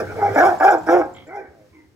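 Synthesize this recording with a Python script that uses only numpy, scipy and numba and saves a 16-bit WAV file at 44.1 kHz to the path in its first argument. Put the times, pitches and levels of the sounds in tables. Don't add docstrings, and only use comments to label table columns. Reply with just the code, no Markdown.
import sys
import numpy as np
from scipy import signal
from scipy.fft import rfft, irfft
from scipy.io import wavfile
from scipy.ndimage import uniform_filter1d
from numba import njit

SR = 44100
rng = np.random.default_rng(int(sys.argv[2]) if len(sys.argv) > 2 else 0)


def decibels_to_gain(level_db):
    exponent = np.asarray(level_db, float) / 20
    return 10 ** exponent


def log_audio(samples):
    frames = np.atleast_2d(samples).T
    limited = np.clip(frames, -1, 1)
    pcm = np.round(limited * 32767).astype(np.int16)
    wavfile.write(sys.argv[1], SR, pcm)


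N = 85995
T = np.arange(N) / SR


def on_log(table, hz):
    points = np.array(table, float)
    return np.interp(np.log(np.maximum(hz, 1)), np.log(points[:, 0]), points[:, 1])


def unit(x):
    return x / np.sqrt(np.mean(x ** 2))


def even(x):
    return x / np.sqrt(uniform_filter1d(x ** 2, size=1300) + 1e-12)


@njit
def svf(x, hz, width):
    y, band_state, low_state = np.empty(len(x)), 0., 0.
    for i in range(len(x)):
        g, k = np.tan(np.pi * hz[i] / SR), width / hz[i]
        v = (band_state + g * (x[i] - low_state)) / (1 + g * (g + k))
        band_state = 2 * v - band_state
        low_state += 2 * g * v
        y[i] = k * v
    return y


def band(x, hz, width_hz):
    hz = hz + np.zeros(len(x))
    return svf(svf(x, hz, 1.2 * width_hz), hz, 1.2 * width_hz)


def ring(x, modes, settle=False):
    out = 0
    for hz, db, t60_s in modes:
        pole = np.exp(2j * np.pi * hz / SR - np.log(1000) / (t60_s * SR))
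        scale = np.sqrt(1 - abs(pole) ** 2) if settle else 1
        out = out + decibels_to_gain(db) * signal.lfilter([1], [1, -pole], x).imag * scale
    return out


# frequency in Hz, level in dB.
AIR_SPECTRUM = [(25, -23), (60, -8), (100, -1.5), (200, -3.5), (330, 4.5), (700, -8.5), (2000, -12.5),
                (3000, -18.5), (6000, -18), (9000, -25), (12000, -27), (16000, -26)]
# time in s, treble level in dB before AIR_GAIN_DB, bass relative to treble in dB.
AIR_COURSE = [(0.0, -59.5, 17), (0.536, -55, 10), (0.65, -63.5, 6), (0.847, -61.5, 14), (0.994, -65, 16.5),
              (1.432, -75.5, 13.5), (1.678, -72.5, 7), (1.95, -76.5, 13)]
AIR_GAIN_DB = 12


def air():
    f = np.fft.rfftfreq(N, 1 / SR)
    time_s, treble_db, bass_db = np.array(AIR_COURSE).T
    mid, side = rfft(rng.standard_normal((2, N))) * decibels_to_gain(on_log(AIR_SPECTRUM, f))
    side = side * on_log([(50, 0.97), (150, .3), (2000, 0.95), (5500, 1.0), (7000, .15)], f)
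    both = np.array([mid + side, mid - side]) / np.sqrt(np.mean(irfft(mid, N) ** 2))
    low = 1 / (1 + (f / 250) ** 4)
    treble = irfft(both * (1 - low), N)
    bass = irfft(both * low, N)
    level = decibels_to_gain(AIR_GAIN_DB + np.interp(T, time_s, treble_db))
    return level * (treble + decibels_to_gain(np.interp(T, time_s, bass_db)) * bass)


# time in s, frequency in Hz, rms level in dB.
DRONE_COURSE = [(0.0, 106.3, -44), (0.086, 91.8, -37), (0.128, 100.4, -46), (0.148, 101, -41.5),
                (0.226, 94.8, -39.5), (0.318, 104.3, -29.5), (0.42, 96, -61.5)]


def drone():
    time_s, hz, db = np.array(DRONE_COURSE).T
    level_db = np.interp(T, time_s, db) - 400 * np.maximum(T - time_s[-1], 0)
    phase = 2 * np.pi * np.cumsum(np.interp(T, time_s, hz)) / SR
    return np.sqrt(2) * decibels_to_gain(level_db) * np.sin(phase)


@njit
def walls(x, lags, gain, damp):
    line, soft, out = np.zeros((8, 4096)), np.zeros(8), np.zeros((2, len(x)))
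    for i in range(len(x)):
        total = 0.
        for k in range(8):
            soft[k] += (1 - damp) * (gain[k] * line[k, (i - lags[k]) & 4095] - soft[k])
            total += soft[k]
            out[k % 2, i] += soft[k]
        for k in range(8):
            line[k, i & 4095] = x[i] + soft[k] - total / 4
    return out


HALL_DB, HALL_T60_S, HALL_DAMP = -18, .5, 0.54


def hall(x):
    lags = np.array([521, 683, 877, 1031, 1259, 1493, 1787, 2113])
    return decibels_to_gain(HALL_DB) * walls(x, lags, decibels_to_gain(-60 * lags / SR / HALL_T60_S), HALL_DAMP)


WALLS_DB, WALLS_S = -5, .014


def first_echoes(x):
    n = int(WALLS_S * SR)
    taps = rng.standard_normal((2, n)) * (rng.random((2, n)) < .04)
    taps = taps / np.sqrt(np.sum(taps ** 2, axis=1, keepdims=True))
    x = signal.sosfilt(signal.butter(1, (700, 6000), "band", fs=SR, output="sos"), x)
    return decibels_to_gain(WALLS_DB) * signal.fftconvolve(x[None], taps, axes=1)[:, :N]


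# frequency in Hz, relative level in dB, t60 in s.
CELL_MODES = [(317, -4, .11), (358, -6, .12), (454, -1, .14), (520, 5, .12), (650, -4, .12), (688, -1, .12),
              (766, 0, .12), (815, 2, .16), (930, -8, .1), (1205, -7, .1), (1535, -1, .14), (1612, -4, .12)]
CELL_DB = -21


def cell(x):
    return decibels_to_gain(CELL_DB) * ring(x, CELL_MODES, settle=True)


# frequency in Hz, lead of the left in rad.
PORT_LEAD = [(100, -.2), (500, -.55), (1200, -.6), (1700, -1.3), (2500, -1.7), (5000, -1.6), (6500, -.4)]
LEFT_OVER_RIGHT_DB = -1.1


def ports(mono):
    f = np.fft.rfftfreq(N, 1 / SR)
    left = np.exp(.5j * on_log(PORT_LEAD, f)) * decibels_to_gain(LEFT_OVER_RIGHT_DB / 2)
    return irfft(rfft(mono) * np.array([left, 1 / left]), N)


# start in s, nominal level in dB, frequency in Hz.
PAWS = [(0.477, -37, 92.6), (0.586, -36, 90), (0.664, -42, 87.7), (0.72, -35.5, 88.8), (0.811, -36, 106.5),
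        (1.018, -36.5, 73.8), (1.171, -42, 96.2), (1.334, -43, 110.2), (1.481, -37.5, 75.6),
        (1.61, -44, 114.4), (1.711, -42, 84.8), (1.786, -48, 95), (1.861, -44, 80)]
PAW_T60_S, PAW_RISE_S = 0.11, 0.048


def paws():
    out = np.zeros(N)
    for start_s, db, hz in PAWS:
        u = np.maximum(T - start_s, 0)
        swell = (1 - np.exp(-u / PAW_RISE_S)) * decibels_to_gain(-60 * u / PAW_T60_S)
        out += 2 * decibels_to_gain(db) * np.sin(2 * np.pi * hz * u) * swell
    return out


# time in s, nominal level in dB.
CHAIN_CLINKS = [(0.3457, -41), (0.4518, -46), (0.5503, -58), (0.5853, -44), (0.62, -47.5), (0.7082, -35),
                (0.7816, -45), (0.832, -51), (1.0548, -60), (1.1364, -49), (1.1609, -55.5), (1.2715, -53)]
# frequency in Hz, level in dB, t60 in s.
LINK_MODES = [(7255, 3, 0.045), (7900, -20.5, 0.062)]
LINK_TOUCH_S = .003


def chain():
    tick = np.zeros(N)
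    for start_s, db in CHAIN_CLINKS:
        tick[int(start_s * SR)] = decibels_to_gain(db)
    k = int(LINK_TOUCH_S * SR)
    touch = np.hanning(k) * np.cos(2 * np.pi * LINK_MODES[0][0] * np.arange(k) / SR) * 4 / k
    return ring(np.convolve(tick, touch)[:N], LINK_MODES)


# start in s, length in s, level in dB, sag as a share, three starting resonances in Hz.
PANT_BREATHS = [(1.142, 0.13, -51.5, 0.02, 1241, 2130, 3270), (1.724, 0.16, -56.5, 0.13, 1028, 2176, 340),
                (1.84, 0.056, -67, 0.034, 925, 1960, 316)]
PANT_WIDTHS = [(250., 220., 420.), (90., 200., 60.), (100., 250., 60.)]
PANT_FLUTTER_HZ = 55


def pants():
    out = np.zeros(N)
    for (start_s, length_s, db, sag, *res_hz), widths_hz in zip(PANT_BREATHS, PANT_WIDTHS):
        u = np.clip((T - start_s) / length_s, 0, 1)
        breath = rng.standard_normal(N) * (1 + .8 * np.sin(2 * np.pi * PANT_FLUTTER_HZ * T))
        tone = np.zeros(N)
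        for hz, width_hz, res_db in zip(res_hz, widths_hz, (-4, 0, 0)):
            tone += unit(band(breath, hz * (1 - sag * u), width_hz)) * decibels_to_gain(res_db)
        out += decibels_to_gain(db) * tone * np.sin(np.pi * np.sqrt(u))
    return out


@njit
def folds(hz, weak, stretch, size):
    out, phase, p, k = np.zeros(len(hz) + 1), np.empty(len(hz)), 0., 0
    for i in range(len(hz)):
        step = hz[i] * stretch[k] / SR
        p += step
        if p >= 1:
            p, k = p - 1, k + 1
            a = size[k] * (1 - weak[i] * (k % 2))
            out[i] += a * p / step
            out[i + 1] += a * (1 - p / step)
        phase[i] = p
    return out[:-1], phase


WALK_S = .035


def walk(n):
    k = int(WALK_S * SR)
    return unit(uniform_filter1d(uniform_filter1d(rng.standard_normal(n), size=k), size=k))


def restless(x, table, patchy_db, drift):
    n, out = len(x), 0
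    for k, (hz, width_hz, db) in enumerate(table):
        level = (-1) ** k * decibels_to_gain(db + patchy_db * walk(n)) / np.sqrt(width_hz / hz)
        out = out + level * band(x, hz * (1 + drift * walk(n)), width_hz)
    return out


# centre in Hz, nominal width in Hz, level in dB before rasp.
THROAT_RES = [(1010, 160, 1), (1250, 180, 2), (1570, 220, 3), (1950, 240, -6), (2260, 200, -10)]
# centre in Hz, nominal width in Hz, level in dB.
HISS_RES = [(3400, 400, 0), (5350, 650, 5), (7000, 900, -6), (9000, 2500, -13), (11500, 3000, -9),
            (14500, 3500, -11)]
THROAT_PATCHY_DB, THROAT_DRIFT, RASP_FROM_HZ = 4.5, .045, 1800
HISS_PATCHY_DB, HISS_DRIFT, HISS_SLEW_S = 1.5, .02, .025
CHEST_WIDTH_HZ, HALF_LINE_DB = 120, -5
VOICE_BAND_HZ = (225, 2500)


def call(table, rough, weak, chest_db, mouth_hz, rasp_db):
    rows = np.array(table, float)
    i0, i1 = int(rows[0, 0] * SR), min(int(rows[-1, 0] * SR), N)
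    hz, db, mouth, upper_db, hiss_db = (np.interp(T[i0:i1], rows[:, 0], rows[:, k]) for k in range(1, 6))
    n = i1 - i0
    weak_share = np.linspace(*weak, n)
    jitter, shimmer = rng.standard_normal((400, 2)).T
    pulses, phase = folds(hz, weak_share, 1 + .12 * rough * jitter, decibels_to_gain(9 * rough * shimmer))
    breath = rng.standard_normal(n) * np.exp(-phase / 0.15)
    source = unit(pulses - pulses.mean()) * (1 - rough) + rough * unit(breath) * 2

    low = even(band(source, mouth, mouth_hz))
    chest = even(band(pulses, np.maximum(hz, 280), CHEST_WIDTH_HZ))
    low = low - decibels_to_gain(np.linspace(*chest_db, n)) * chest
    half_line = even(band(pulses, hz * 3 / 2, CHEST_WIDTH_HZ))
    low = low + decibels_to_gain(HALF_LINE_DB) * weak_share ** 2 * half_line

    throat = [(f, w, g + rasp_db * (f > RASP_FROM_HZ)) for f, w, g in THROAT_RES]
    upper = even(restless(source, throat, THROAT_PATCHY_DB, THROAT_DRIFT))
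    hiss = unit(restless(breath + 0.38 * rng.standard_normal(n), HISS_RES, HISS_PATCHY_DB, HISS_DRIFT))

    edge = np.clip(np.minimum(np.arange(n), n - np.arange(n)) / (0.002 * SR), 0, 1)
    voice_filter = signal.butter(6, VOICE_BAND_HZ, "band", fs=SR, output="sos")
    voice = decibels_to_gain(db) * signal.sosfilt(voice_filter, low - decibels_to_gain(upper_db) * upper)
    hiss_level = decibels_to_gain(uniform_filter1d(db + hiss_db, size=int(HISS_SLEW_S * SR)))
    out = np.zeros(N)
    out[i0:i1] = edge * (voice + hiss_level * hiss)
    return out


# time in s, pitch in Hz, level in dB, mouth resonance in Hz,
# throat relative in dB, hiss relative in dB.
FAR_BARKS = [
    [(0.0, 432.6, -27.5, 465, 2.5, -11), (0.02, 434.3, -24, 445, -17.5, -27),
     (0.07, 448.7, -45.5, 404, 3, -82), (0.12, 411.5, -40.5, 670, 3.5, -9.5),
     (0.15, 448, -52.5, 585, -2, -37), (0.16, 410, -37.5, 565, 6, -38.5)],
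    [(0.16, 460.5, -38.5, 510, -10, -15), (0.184, 429.8, -34, 654, -5.5, -27.5),
     (0.214, 402.6, -31, 856, 0, -29.5), (0.226, 406.3, -22, 805, -5.5, -32),
     (0.326, 399.3, -35, 470, -3.5, -21.5), (0.36, 415, -32.5, 630, -0.5, -10)],
    [(1.265, 301.9, -52, 460, -4, -28), (1.288, 315.3, -47.5, 576, -0.5, -24),
     (1.325, 384.8, -44.5, 766, 4.5, -34.5), (1.36, 408.3, -40, 790, -3, -20),
     (1.41, 394.7, -38, 430, -8.5, -34), (1.47, 372.8, -50, 409, -3, -35.5),
     (1.56, 366, -59, 390, -18, -39)],
]
# hoarseness 0-1, weak-cycle share 0-1 at start and end,
# chest relative in dB at start and end, nominal mouth width in Hz, rasp in dB.
FAR_VOICE = [(.38, (.2, .2), (-2, -2), 260, 2), (.38, (.15, .15), (-6, -6), 200, 4), (.3, (.1, .1), (-6, 1),
             300, 9)]
# s, Hz, dB, Hz, dB, dB.
GROAN_COURSE = [(1.49, 119, -64, 560, -5, -25), (1.55, 114, -60, 615, -8, -25),
                (1.59, 109.5, -57, 600, -10, -25), (1.64, 103.5, -62, 570, -8, -25),
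                (1.69, 98, -70, 550, -8, -25)]
# 0-1, 0-1 pair, dB pair, Hz, dB.
GROAN_VOICE = (.12, (0., 0.), (-10, -10), 130, 4)


def far_dog():
    return sum(call(bark, *voice) for bark, voice in zip(FAR_BARKS, FAR_VOICE)) + call(GROAN_COURSE, *GROAN_VOICE)


# time in s, pitch in Hz, level in dB, mouth resonance in Hz,
# throat relative in dB, hiss relative in dB.
NEAR_BARKS = [
    [(0.352, 301.8, -42, 650, 17, -9), (0.364, 293.6, -16.5, 707, -8.5, -33),
     (0.385, 279.9, -15, 686, -1, -22), (0.4, 299, -15.5, 640, -1.5, -22.5),
     (0.422, 358.7, -17, 734, 0.5, -29.5), (0.442, 339.2, -12.5, 660, -4, -31.5),
     (0.465, 387.6, -15.5, 740, -5.5, -20.5), (0.485, 384.2, -15.5, 817, -12.5, -32),
     (0.5, 351.2, -20, 740, -4, -28.5), (0.53, 359, -20.5, 780, -23, -38.5),
     (0.56, 297, -38.5, 700, -11.5, -35.5)],
    [(0.598, 308.1, -24, 775.3, 2, -18), (0.612, 309, -15.5, 775, -19.5, -38.5),
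     (0.632, 316.5, -20, 740, 7, -25), (0.645, 365.7, -11.5, 776, -21, -22),
     (0.66, 389.1, -12, 810, -14, -27), (0.69, 403.1, -15, 795, -0.5, -31),
     (0.706, 394.6, -22.5, 720, -0.5, -23.5), (0.736, 341.5, -15.5, 790, -12, -26.5),
     (0.765, 321.1, -24, 788, -22, -35), (0.82, 303.3, -49, 750, -32, -16.5)],
    [(0.862, 308, -28, 791.6, -32, -19), (0.878, 315, -30.5, 820, 5, -22),
     (0.894, 326.6, -15.5, 819, -4.5, -33), (0.912, 335.8, -20, 800, -9, -21),
     (0.93, 350.5, -16, 675, -10, -23.5), (0.968, 363.6, -16.5, 690, -27, -34),
     (0.995, 343.3, -25.5, 700, -20.5, -23.5), (1.014, 321.4, -19.5, 784, -12.5, -33),
     (1.03, 318.6, -40, 790, 5.5, -20.5), (1.07, 318, -39, 780, -24, -36.5)],
]
# hoarseness 0-1, weak-cycle share 0-1 at start and end,
# chest relative in dB at start and end, nominal mouth width in Hz, rasp in dB.
NEAR_VOICE = [(.32, (.25, .02), (-13, -14), 260, -2), (.36, (.0, .95), (-22, -4), 300, -5), (.23, (.8, .75),
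              (-6, -4), 420, -5)]


def near_dog():
    return sum(call(bark, *voice) for bark, voice in zip(NEAR_BARKS, NEAR_VOICE))


FAR_WET_DB = 3


def scene():
    near, far = near_dog(), far_dog()
    small = pants() + chain() + paws()
    wet = near + decibels_to_gain(FAR_WET_DB) * far + small + 1e-18
    mono = near + far + small + drone() + cell(wet)
    return ports(mono) + first_echoes(wet) + hall(wet) + air()


def low_pass(x):
    return signal.sosfilt(signal.butter(12, 15800, fs=SR, output="sos"), x)


TOP = .96


def record(dry):
    mix = dry / (1 + (dry / TOP) ** 4) ** (1 / 4)
    return low_pass(mix)


dry = scene()
out = record(dry)
log_audio(out)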